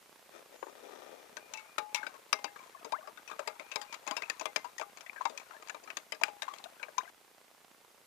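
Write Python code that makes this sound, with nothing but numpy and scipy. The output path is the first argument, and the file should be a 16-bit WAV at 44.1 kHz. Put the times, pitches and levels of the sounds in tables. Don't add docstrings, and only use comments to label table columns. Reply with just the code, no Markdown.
import sys
import numpy as np
from scipy import signal
from scipy.fft import rfft, irfft
from scipy.io import wavfile
from scipy.ndimage import uniform_filter1d

SR = 44100
rng = np.random.default_rng(int(sys.argv[2]) if len(sys.argv) > 2 else 0)


def pcm_store(signal):
    levels = np.round(np.clip(np.atleast_2d(signal), -1, 1) * 32767)
    wavfile.write(sys.argv[1], SR, levels.astype(np.int16).T)


N = 355446
TIME = np.arange(N) / SR
CUT_S = 7.103

# [dB per Hz, relative]
YARD_SPECTRUM = [(59, -43), (100, -44), (514, 0), (709, -7), (1050, -3), (1130, -49), (1780, -35),
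                 (2000, -3.5), (9000, -30.5), (11700, -53), (19800, -120)]
YARD_DB, YARD_AFTER_DB = -67, -70.5
# [dB per Hz, relative]
HISS_SPECTRUM = [(25, -14), (60, -11), (130, -9), (300, -3.5), (1000, 0), (3000, -5), (6000, -7),
                 (10000, -8), (14800, -10), (15600, -59), (16400, -40)]
HISS_DB, HISS_AFTER_DB, HISS_LEFT_DB = -62, -64, -1
HISS_SHARED = 0.45
# centre_hz [Hz], width_hz [Hz], level_db [dB]
BUZZ_MODES = [(242, 92, 1.5), (528, 590, 14), (930, 1750, 3.5), (2200, 2600, -7)]
FRAME_HZ = 29.968
BUZZ_START_S, BUZZ_START_AFTER_S = .0237, .0028
BUZZ_DB, BUZZ_AFTER_DB, BUZZ_LEFT_DB = -63, -65, -6

# start_s [s], full_from_s [s], full_until_s [s], end_s [s], level_db [dB]
DRAG_STROKES = [(0.293, 0.36, 0.37, 0.47, -50.5), (0.45, 0.54, 0.55, 0.61, -55),
                (0.65, 0.69, 0.66, 1.01, -54.5), (0.743, 0.85, 1.01, 1.8, -52.5)]
DRAG_SWELL_DB = 22.5
# centre_hz [Hz], width_hz [Hz], level_db [dB]
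TABLE_MODES = [(367, 290, -4), (510, 304, 8.5), (830, 910, -3), (1180, 98, 2.5), (1770, 81, 0.5),
               (2400, 38, 2), (3340, 450, -5), (5400, 1200, -10)]
# start_s [s], level_db [dB peak], t60_s [s]
TABLE_KNOCKS = [(0.408, -60, 0.075), (0.626, -31, 0.055), (0.666, -38, 0.059), (0.679, -46, 0.056)]
# centre_hz [Hz], width_hz [Hz], level_db [dB]
KNOCK_MODES = [(450, 160, 24.5), (950, 250, 22.5), (1390, 160, 12), (2100, 130, 3), (3340, 400, -4)]
# start_s [s], end_s [s], kind, level_db [dB]
WHISTLE_TONES = [(0.35, .42, "high", -77), (0.538, 0.733, "high", -63), (1.384, 1.52, "low", -59),
                 (1.629, 1.772, "low", -58), (1.883, 1.957, "low", -61), (3.423, 3.48, "low", -75),
                 (3.612, 3.733, "low", -55), (3.87, 3.947, "low", -52.5), (4.099, 4.18, "low", -52)]
WHISTLE_HZ = {"low": 2420, "high": 6720}

# start_s [s], level_db [dB peak], pitch_hz [Hz], end_over_start [ratio], t60_s [s]
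LARGE_BUBBLES = [(1.541, -30, 2627, 0.99, 0.084), (1.575, -36, 2660, 0.95, 0.094),
                 (2.03, -20.5, 1636, 0.74, 0.022), (2.065, -22, 1537, 0.97, 0.038),
                 (2.149, -39, 1084, 0.98, .06), (2.479, -35, 1750, 0.85, 0.025),
                 (2.559, -32.5, 1680, 0.88, 0.024), (2.589, -38.5, 2280, 1.1, 0.041),
                 (2.6, -36, 1044, 1.05, 0.06), (2.635, -39, 1030, 0.96, .05),
                 (2.747, -31, 1116, 0.85, 0.042), (2.863, -33, 450, 1, 0.059),
                 (2.926, -14.5, 747, 3.64, 0.09), (2.984, -32.5, 632, 0.94, 0.07),
                 (3.025, -38, 1174, 0.9, .06), (3.078, -38, 627, 1.02, .06),
                 (3.297, -28.5, 1070, 1.1, 0.041), (3.395, -26.5, 588, 0.79, 0.062),
                 (4.115, -24.5, 950, 1.6, 0.083), (4.176, -25.5, 894, 1.54, 0.056),
                 (4.228, -35, 2100, 2, 0.023), (4.255, -36, 2720, 0.82, 0.036),
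                 (4.301, -18, 1860, 0.86, 0.032), (4.46, -28, 1200, 0.83, 0.044),
                 (4.646, -29, 958, 1.15, 0.093), (4.781, -25.5, 1815, 1.3, 0.034),
                 (5.063, -29.5, 2020, 0.79, 0.02), (5.096, -19.5, 2200, 1.4, 0.012),
                 (5.16, -30.5, 1750, 1.2, 0.027), (5.18, -28, 1680, 0.75, 0.035),
                 (5.207, -19, 950, 1.46, 0.053), (5.33, -39.5, 567, 0.92, 0.14),
                 (5.511, -33, 1390, 0.81, 0.035), (5.545, -39, 1600, 1.1, 0.043),
                 (5.565, -35.5, 1750, .95, 0.032), (6.213, -26, 680, 0.87, 0.064),
                 (6.48, -28, 1087, 1.4, 0.073), (6.51, -30, 1127, 1.08, 0.055),
                 (6.532, -34, 1140, 1.02, .04), (6.656, -30.5, 620, 1.83, 0.058),
                 (6.799, -44, 1544, 0.65, 0.12), (6.828, -22.5, 2400, 1.3, 0.02),
                 (6.98, -16, 995, 1.11, 0.072), (7.004, -30.5, 1210, 3.9, 0.044),
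                 (7.054, -38, 2000, 1.05, 0.033), (7.075, -34, 1540, 1.3, 0.043)]
# time_s [s], gurgle_db [dB], rub_db [dB]
STIR_EFFORT = [(1.4, -62, -74), (1.55, -53.5, -54), (1.9, -65, -78), (2.0, -49, -55), (2.35, -68, -69),
               (2.65, -60.5, -54), (3.0, -47, -93), (3.2, -62.5, -63), (3.45, -49.5, -61),
               (3.75, -58, -56.5), (4.0, -61, -59), (4.1, -52, -56), (4.3, -50.5, -54.5), (4.5, -69, -58),
               (5.0, -58, -68), (5.3, -57.5, -56), (5.83, -56, -68), (6.2, -73, -83), (6.5, -57.5, -55),
               (6.93, -57, -73), (7.04, -51, -65), (7.1, -52, -51)]
WALL_MODE_HZ = [845, 2162]
WALL_MODE_T60_S = [0.58, 0.23]
# time_s [s], pitch_ratio [ratio]
WALL_PITCH = [(1.5, 1.04), (1.75, 1.0), (2.0, 1.003), (2.35, .97), (3.5, .985), (4.5, .965), (7.0, .975)]
# start_s [s], low_mode_db [dB], high_mode_db [dB], free_s [s before damping]
WALL_RINGS = [(1.537, -43, -55, 0.083), (1.575, -47, -39.5, 0.08), (1.782, -33, -61, 0.3),
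              (1.946, -35, -31, 0.13), (2.328, -43.5, -35.5, 0.21), (2.443, -44.5, -45, 0.11),
              (3.473, -50, -46, 0.13), (3.76, -40.5, -45, 0.098), (4.075, -36.5, -42, 0.067),
              (4.455, -45, -39, 0.047), (4.561, -65, -38.5, 0.15), (4.811, -48.5, -51, 0.086),
              (5.253, -36, -37, 0.011), (6.235, -40, -57, 0.2), (6.421, -51, -47, 0.11)]
# start_s [s], level_db [dB peak], low_hz [Hz] and high_hz [Hz] favoured modes,
# bass_db [dB] and treble_db [dB] colour, t60_s [s], contact_s [s rise]
SPOON_BLOWS = [(1.368, -30.5, 1520, 6050, -18, -12, 0.039, 0.002),
               (1.536, -29, 2590, 5800, -30, -10.5, 0.034, 0.0016),
               (1.572, -39, 2400, 5960, -26, -7, 0.031, 0.002),
               (1.593, -43, 2110, 4160, -21, -12, 0.051, 0.0022),
               (1.781, -19.5, 1246, 3730, -16.5, -11, 0.041, 0.0022),
               (1.946, -14, 2660, 5820, -30.5, -7, 0.017, 0.0016),
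               (1.955, -29, 2196, 3550, -37, -11.5, 0.095, 0.0025),
               (2.031, -36, 1513, 3700, -20, -38, 0.056, 0.002),
               (2.066, -31.5, 1584, 3810, -17, -17, 0.034, 0.0017),
               (2.139, -42.5, 1090, 2880, -10, -14, 0.039, 0.002),
               (2.291, -51, 2320, 4400, 4, 2, 0.021, 0.002),
               (2.328, -13, 1170, 4960, -29.5, -10, 0.027, 0.0019),
               (2.388, -39.5, 1015, 3070, -21, -19, 0.035, 0.0026),
               (2.442, -24, 942, 4720, -14, -9.5, 0.035, 0.0021),
               (2.562, -42.5, 1178, 4900, -22, -33, 0.071, 0.0018),
               (2.846, -34, 950, 6280, -7.5, -12, 0.035, 0.0018),
               (2.921, -27, 930, 3790, -16, -12.5, 0.03, 0.0015),
               (3.073, -38.5, 1160, 3010, -16.5, -20, 0.049, 0.0022),
               (3.173, -42.5, 1480, 3620, -19, -16.5, 0.039, 0.0023),
               (3.276, -38.5, 2590, 3070, -23, -16, 0.094, 0.0024),
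               (3.3, -40, 1120, 4850, -31, -19, 0.027, 0.002),
               (3.312, -35, 1224, 3600, -16.5, -19.5, 0.075, 0.0025),
               (3.392, -27.5, 1270, 4850, -11, -15.5, 0.032, 0.0019),
               (3.474, -24, 904, 4780, -18, -11, 0.038, 0.002),
               (3.596, -35.5, 2160, 3730, -12.5, -19, 0.036, 0.0014),
               (3.715, -31.5, 2600, 6630, -30, -22.5, 0.068, 0.0025),
               (3.758, -19.5, 2340, 5150, -13.5, -8, 0.022, 0.0012),
               (3.814, -31, 851, 4840, -21, -3.5, 0.051, 0.0023),
               (3.925, -34, 1042, 5120, -22, -8.5, 0.054, 0.002),
               (3.942, -31, 2276, 3230, -32, -12.5, 0.032, 0.0028),
               (4.066, -36.5, 940, 3460, -12, -8, 0.028, 0.0018),
               (4.075, -26, 1084, 5290, -17, -14.5, 0.062, 0.0014),
               (4.11, -23.5, 965, 2970, -10, -7.5, 0.032, 0.0011),
               (4.166, -26.5, 2700, 5220, -19.5, -9, 0.058, 0.0022),
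               (4.22, -27, 2100, 5470, -15.5, -18, 0.032, 0.0032),
               (4.233, -35.5, 2560, 3080, -36, -39, 0.033, 0.0014),
               (4.298, -17, 2040, 4610, -22, -11.5, 0.021, 0.002),
               (4.395, -33, 2560, 6800, -17, -5, 0.033, 0.002),
               (4.41, -25, 1014, 7100, -11.5, -14.5, 0.026, 0.003),
               (4.455, -23.5, 1168, 3370, -12.5, -6.5, 0.034, 0.0017),
               (4.56, -14, 2370, 5440, -18.5, -13, 0.029, 0.0019),
               (4.644, -32.5, 978, 2810, -21, -20.5, 0.058, 0.0048),
               (4.781, -31.5, 1750, 6300, -23, -1, 0.033, 0.0019),
               (4.796, -31, 856, 3540, -10.5, -5, 0.034, 0.002),
               (4.812, -24, 1160, 4990, -16.5, -22, 0.019, 0.0022),
               (4.972, -36.5, 2450, 4470, -18, -12.5, 0.031, 0.002),
               (5.007, -40, 2400, 6310, -19, -11, 0.037, 0.0014),
               (5.063, -45, 2000, 3470, -25, -16, 0.038, 0.002),
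               (5.13, -44.5, 1110, 5030, -36, -23, 0.045, 0.0018),
               (5.16, -43.5, 1617, 4770, -22, -34, 0.081, 0.0022),
               (5.211, -26, 1000, 6490, -29.5, -42, 0.02, 0.0016),
               (5.253, -20, 940, 4830, -23.5, -21.5, 0.024, 0.0021),
               (5.295, -38, 991, 3660, 4, -2, 0.053, 0.0026),
               (5.375, -28.5, 2490, 6130, -33, -7, 0.024, 0.0017),
               (5.397, -40, 2250, 3570, -26, -10.5, 0.029, 0.002),
               (5.414, -46, 899, 4730, -34, -36, 0.023, 0.0016),
               (5.506, -42, 1400, 5070, -33, -44, 0.057, 0.002),
               (5.536, -45, 907, 3340, -30, -31, 0.051, 0.0017),
               (5.623, -41.5, 1220, 2980, -35, -15, 0.025, 0.002),
               (5.673, -39.5, 1010, 4800, -27, -12, 0.026, 0.0016),
               (5.684, -38.5, 840, 6500, -29, -9, 0.031, 0.002),
               (5.696, -28.5, 1710, 7200, -33, -22.5, 0.035, 0.0013),
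               (5.745, -34.5, 1080, 3820, -14, -18, 0.035, 0.002),
               (5.836, -45.5, 977, 6700, -5, -6, 0.036, 0.0025),
               (5.874, -41.5, 1274, 4130, -19.5, -24, 0.088, 0.0018),
               (5.902, -26.5, 2278, 3650, -28.5, -19.5, 0.025, 0.0017),
               (5.969, -22, 1200, 3550, -16.5, -5.5, 0.028, 0.0021),
               (6.121, -26, 2070, 3050, -17, -7.5, 0.032, 0.0021),
               (6.146, -42, 1670, 4580, -23.5, -11, 0.033, 0.0022),
               (6.213, -25, 905, 3300, -17, -28, 0.018, 0.0021),
               (6.235, -7.5, 2400, 3130, -28.5, -12.5, 0.014, 0.0019),
               (6.281, -32.5, 851, 2940, -19, -18, 0.029, 0.002),
               (6.42, -23.5, 1774, 3750, -27.5, -8.5, 0.034, 0.0023),
               (6.429, -33, 854, 3920, -17, -2, 0.033, 0.0023),
               (6.48, -27.5, 1058, 4920, -41, -34.5, 0.028, 0.0027),
               (6.537, -34.5, 870, 3230, -13, -5, 0.026, 0.0018),
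               (6.548, -48, 1150, 6960, -20, -7, 0.033, 0.002),
               (6.584, -37.5, 2140, 4380, -27, -2, 0.023, 0.002),
               (6.64, -33, 840, 3790, -7.5, -0.5, 0.031, 0.0012),
               (6.796, -45, 1570, 3300, -19, -17, 0.039, 0.002),
               (6.828, -30.5, 2300, 4080, -26, -22, 0.033, 0.002),
               (6.883, -42, 1610, 5960, -18, -48, 0.023, 0.002),
               (6.98, -22, 994, 6280, -33.5, -18, 0.028, 0.0025)]
# pitch_hz [Hz], level_db [dB], t60_ratio [times the blow's t60]
CLINK_MODES = [(299.3, -1, 4.4), (441.5, 2.5, 4.8), (616.8, 14.5, 3.73), (884, 7, 3.24), (1043, 7, 1.88),
               (1220, -1, 4.5), (1600, 3.5, 2.44), (1835, -6, 0.88), (2340, 9.5, 1.71), (2540, 9, 1.35),
               (2758, -4, 3.14), (3150, 8, 0.52), (3830, 1, 2.35), (4140, -28, 0.82), (4900, 11.5, 1.16),
               (5630, 5.5, 1.27), (6050, 13.5, 0.72), (6665, 20.5, 0.46), (7440, 16.5, 0.51),
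               (8540, 15, 0.36), (9856, 10, 0.54)]
BASS_HZ, AIR_HZ = 600, 9000
LOW_MODE_DB, AIR_DROP_DB = -7, 7.5

MIC_LOW_HZ, MIC_HIGH_HZ = 233, 11800
TOP_HZ = 16450


def undb(db):
    return 10 ** (np.asarray(db) / 20)


def unit(x):
    return x / np.sqrt(np.mean(x ** 2))


def curve(time_s, level_db):
    return undb(np.interp(TIME, time_s, level_db, left=-200, right=-200))


def step(before_db, after_db):
    return np.where(TIME < CUT_S, undb(before_db), undb(after_db))


def noise(spectrum):
    hz, db = np.transpose(spectrum)
    f = np.arange(1, N // 2 + 2) * SR / N
    shape = undb(np.interp(np.log(f), np.log(hz), db))
    return unit(irfft(rfft(rng.standard_normal(N)) * shape, N))


def gritty(depth_db, smooth):
    grains = rng.standard_normal(N)
    waver = unit(uniform_filter1d(rng.standard_normal(N), size=smooth))
    return grains * undb(depth_db * waver)


def body(x, modes):
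    out = 0
    for hz, width, db in modes:
        b, a = signal.iirpeak(hz, hz / (1.53 * width), SR)
        out = out + undb(db) * signal.lfilter(b, a, signal.lfilter(b, a, x))
    return out


def fade(t, t60):
    return np.exp(-np.log(1000) * t / t60)


def add(out, s, sound):
    i = int(s * SR)
    out[i:i + len(sound)] += sound[:len(out) - i]


def yard():
    return noise(YARD_SPECTRUM) * step(YARD_DB, YARD_AFTER_DB)


def hiss():
    shared = np.sqrt(HISS_SHARED) * noise(HISS_SPECTRUM)
    sides = [shared + np.sqrt(1 - HISS_SHARED) * noise(HISS_SPECTRUM) for _ in range(2)]
    return np.array(sides) * step(HISS_DB, HISS_AFTER_DB) * undb([[HISS_LEFT_DB], [0]])


def buzz(burst_s=0.0058, fresh=1.0, spread_db=-1.5, early_s=.006, early=2.0):
    size = int(burst_s * SR)

    def sparks():
        return rng.standard_normal(size) * (rng.random(size) < .03)

    out, same = np.zeros(N), sparks()
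    for k in range(int(FRAME_HZ * N / SR)):
        s = k / FRAME_HZ + BUZZ_START_S
        if s > CUT_S + 1 / FRAME_HZ:
            s += BUZZ_START_AFTER_S - BUZZ_START_S
        add(out, s, undb(spread_db * rng.standard_normal()) * (same + fresh * sparks()))
        if k % 3 == 0:
            out[int((s - early_s) * SR)] -= early
    mono = unit(body(out, BUZZ_MODES)) * step(BUZZ_DB, BUZZ_AFTER_DB)
    return mono * undb([[BUZZ_LEFT_DB], [0]])


def whistles(flutter_db=1.5):
    out = np.zeros(N)
    for start, end, kind, db in WHISTLE_TONES:
        t = np.arange(int((end - start) * SR)) / SR
        tone = np.sin(2 * np.pi * WHISTLE_HZ[kind] * t)
        add(out, start, undb(db) * signal.windows.tukey(len(t), .4) * tone)
    return out * undb(flutter_db * unit(uniform_filter1d(rng.standard_normal(N), size=700)))


def table_drag(gain_db=5.0):
    strokes = np.zeros(N)
    for *times, db in DRAG_STROKES:
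        strokes += curve(times, [db - DRAG_SWELL_DB, db, db, db - DRAG_SWELL_DB])
    return unit(body(gritty(5.0, 60), TABLE_MODES)) * strokes * undb(gain_db)


def table_knocks(gain_db=8.0, rise_s=0.0019):
    out, t = np.zeros(N), np.arange(4000) / SR
    for s, peak_db, t60 in TABLE_KNOCKS:
        knock = body(rng.standard_normal(4000), KNOCK_MODES) * fade(t, t60) * np.minimum(t / rise_s, 1)
        add(out, s, undb(peak_db + gain_db) * knock / np.abs(knock).max())
    return out


def bubble(hz, rise, t60):
    t = np.arange(int(t60 * SR)) / SR
    phase = 2 * np.pi * hz * (t + (rise - 1) * t ** 2 / (2 * t60))
    return np.sin(phase) * fade(t, t60) * np.minimum(t / (0.11 * t60), 1)


def after_blows(share, level_db, t60):
    out, t = np.zeros(N), np.arange(15000) / SR
    for s, peak_db, *_ in SPOON_BLOWS:
        add(out, s, undb(share * peak_db + level_db) * fade(t, t60))
    return out


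def water(count=1500, size_db=2.0, centre_hz=1200., octaves=0.595, gurgle_db=-4.0):
    out, gurgle = np.zeros(N), np.zeros(N)
    for s, peak_db, hz, rise, t60 in LARGE_BUBBLES:
        add(out, s, undb(peak_db) * bubble(hz, rise, t60))
    for (when, size, cycles), pitch in zip(rng.random((count, 3)), rng.standard_normal(count)):
        hz = max(centre_hz * 2 ** (octaves * pitch), 450)
        t60 = (8 + 60 * cycles ** 2) / hz
        add(gurgle, 1.4 + 5.7 * when, undb(-size_db * np.log(size)) * bubble(hz, 0.985, t60))
    time_s, effort_db, _ = np.transpose(STIR_EFFORT)
    effort = curve(time_s, effort_db) * undb(gurgle_db)
    return out + unit(gurgle) * (effort + after_blows(0.92, -27.0, 0.12))


def rub(gain_db=-2.0):
    modes = [(hz, hz / 9, -6 * np.log2(hz / 2000)) for hz, *_ in CLINK_MODES if 1000 < hz < 7000]
    time_s, _, effort_db = np.transpose(STIR_EFFORT)
    effort = curve(time_s, effort_db) * undb(gain_db)
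    return unit(body(gritty(4.5, 120), modes)) * (effort + after_blows(0.75, -26.5, 0.093))


def wall(damp_s=0.014):
    out, t = np.zeros(N), np.arange(18000) / SR
    for s, *mode_db, free_s in WALL_RINGS:
        tune = np.interp(s, *np.transpose(WALL_PITCH))
        stop = np.exp(-np.maximum(t - free_s, 0) / damp_s)
        for hz, t60, db in zip(WALL_MODE_HZ, WALL_MODE_T60_S, mode_db):
            add(out, s, undb(db) * np.sin(2 * np.pi * hz * tune * t) * fade(t, t60) * stop)
    return out


def blows(spread_db=4.0, favoured_db=15.0, crack_db=-9.5, gain_db=6.5, rattle=0.68):
    out, t = np.zeros(N), np.arange(5000) / SR
    f = np.arange(1, 2502) * SR / 5000
    for s, peak_db, low_hz, high_hz, bass_db, treble_db, t60, contact_s in SPOON_BLOWS:
        favoured = [(low_hz, favoured_db, 1.5), (high_hz, favoured_db, 1.1)]
        hz, db, last = np.transpose(CLINK_MODES + favoured)[:, :, None]
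        level_chance, pitch_chance, phase_chance = rng.standard_normal((3, len(hz), 1))
        level_chance[-2:] = pitch_chance[-2:] = 0

        colour_hz = np.log([BASS_HZ, low_hz, high_hz, AIR_HZ])
        colour_db = [bass_db, LOW_MODE_DB, treble_db, treble_db - AIR_DROP_DB]
        mode_colour = undb(np.interp(np.log(hz), colour_hz, colour_db))
        crack_colour = undb(np.interp(np.log(f), colour_hz, colour_db))

        chatter = rng.standard_normal((len(hz), 50)).repeat(100, axis=1)
        flutter = 1 + rattle * unit(uniform_filter1d(chatter, size=100))
        modes = mode_colour * undb(db + spread_db * level_chance) * fade(t, t60 * last) * flutter
        tones = np.sin(2 * np.pi * hz * (1 + 0.019 * pitch_chance) * t + 3 * phase_chance)
        clink = np.sum(modes * tones, axis=0)

        crack_spectrum = rfft(rng.standard_normal(5000)) * crack_colour / np.sqrt(f + 300)
        crack = unit(irfft(crack_spectrum, 5000)) * fade(t, 0.98 * t60)
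        hit = clink / np.abs(clink).max() + undb(crack_db) * crack
        add(out, s, undb(peak_db + gain_db) * hit * np.minimum(t / contact_s, 1))
    return out


def surroundings(near):
    t = np.arange(9000) / SR
    scatter = rng.standard_normal(len(t)) * fade(t, 0.19) * np.minimum(t / 0.031, 1)
    echo = undb(-18.5) * np.roll(near, 330)
    return near + echo + undb(-45.5) * signal.fftconvolve(near, scatter)[:N]


def scene():
    near = blows() + wall() + rub() + water() + table_drag() + table_knocks()
    close = (surroundings(near) + whistles()) * (TIME < CUT_S)
    return np.array([close + yard(), np.zeros(N)])


def record(dry):
    dry = signal.sosfilt(signal.butter(4, MIC_LOW_HZ, "high", fs=SR, output="sos"), dry)
    dry = signal.sosfilt(signal.butter(2, MIC_HIGH_HZ, fs=SR, output="sos"), dry)
    wet = dry + hiss() + buzz()
    return signal.sosfilt(signal.ellip(10, .2, 70, TOP_HZ, fs=SR, output="sos"), wet)


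dry = scene()
out = record(dry)
pcm_store(out)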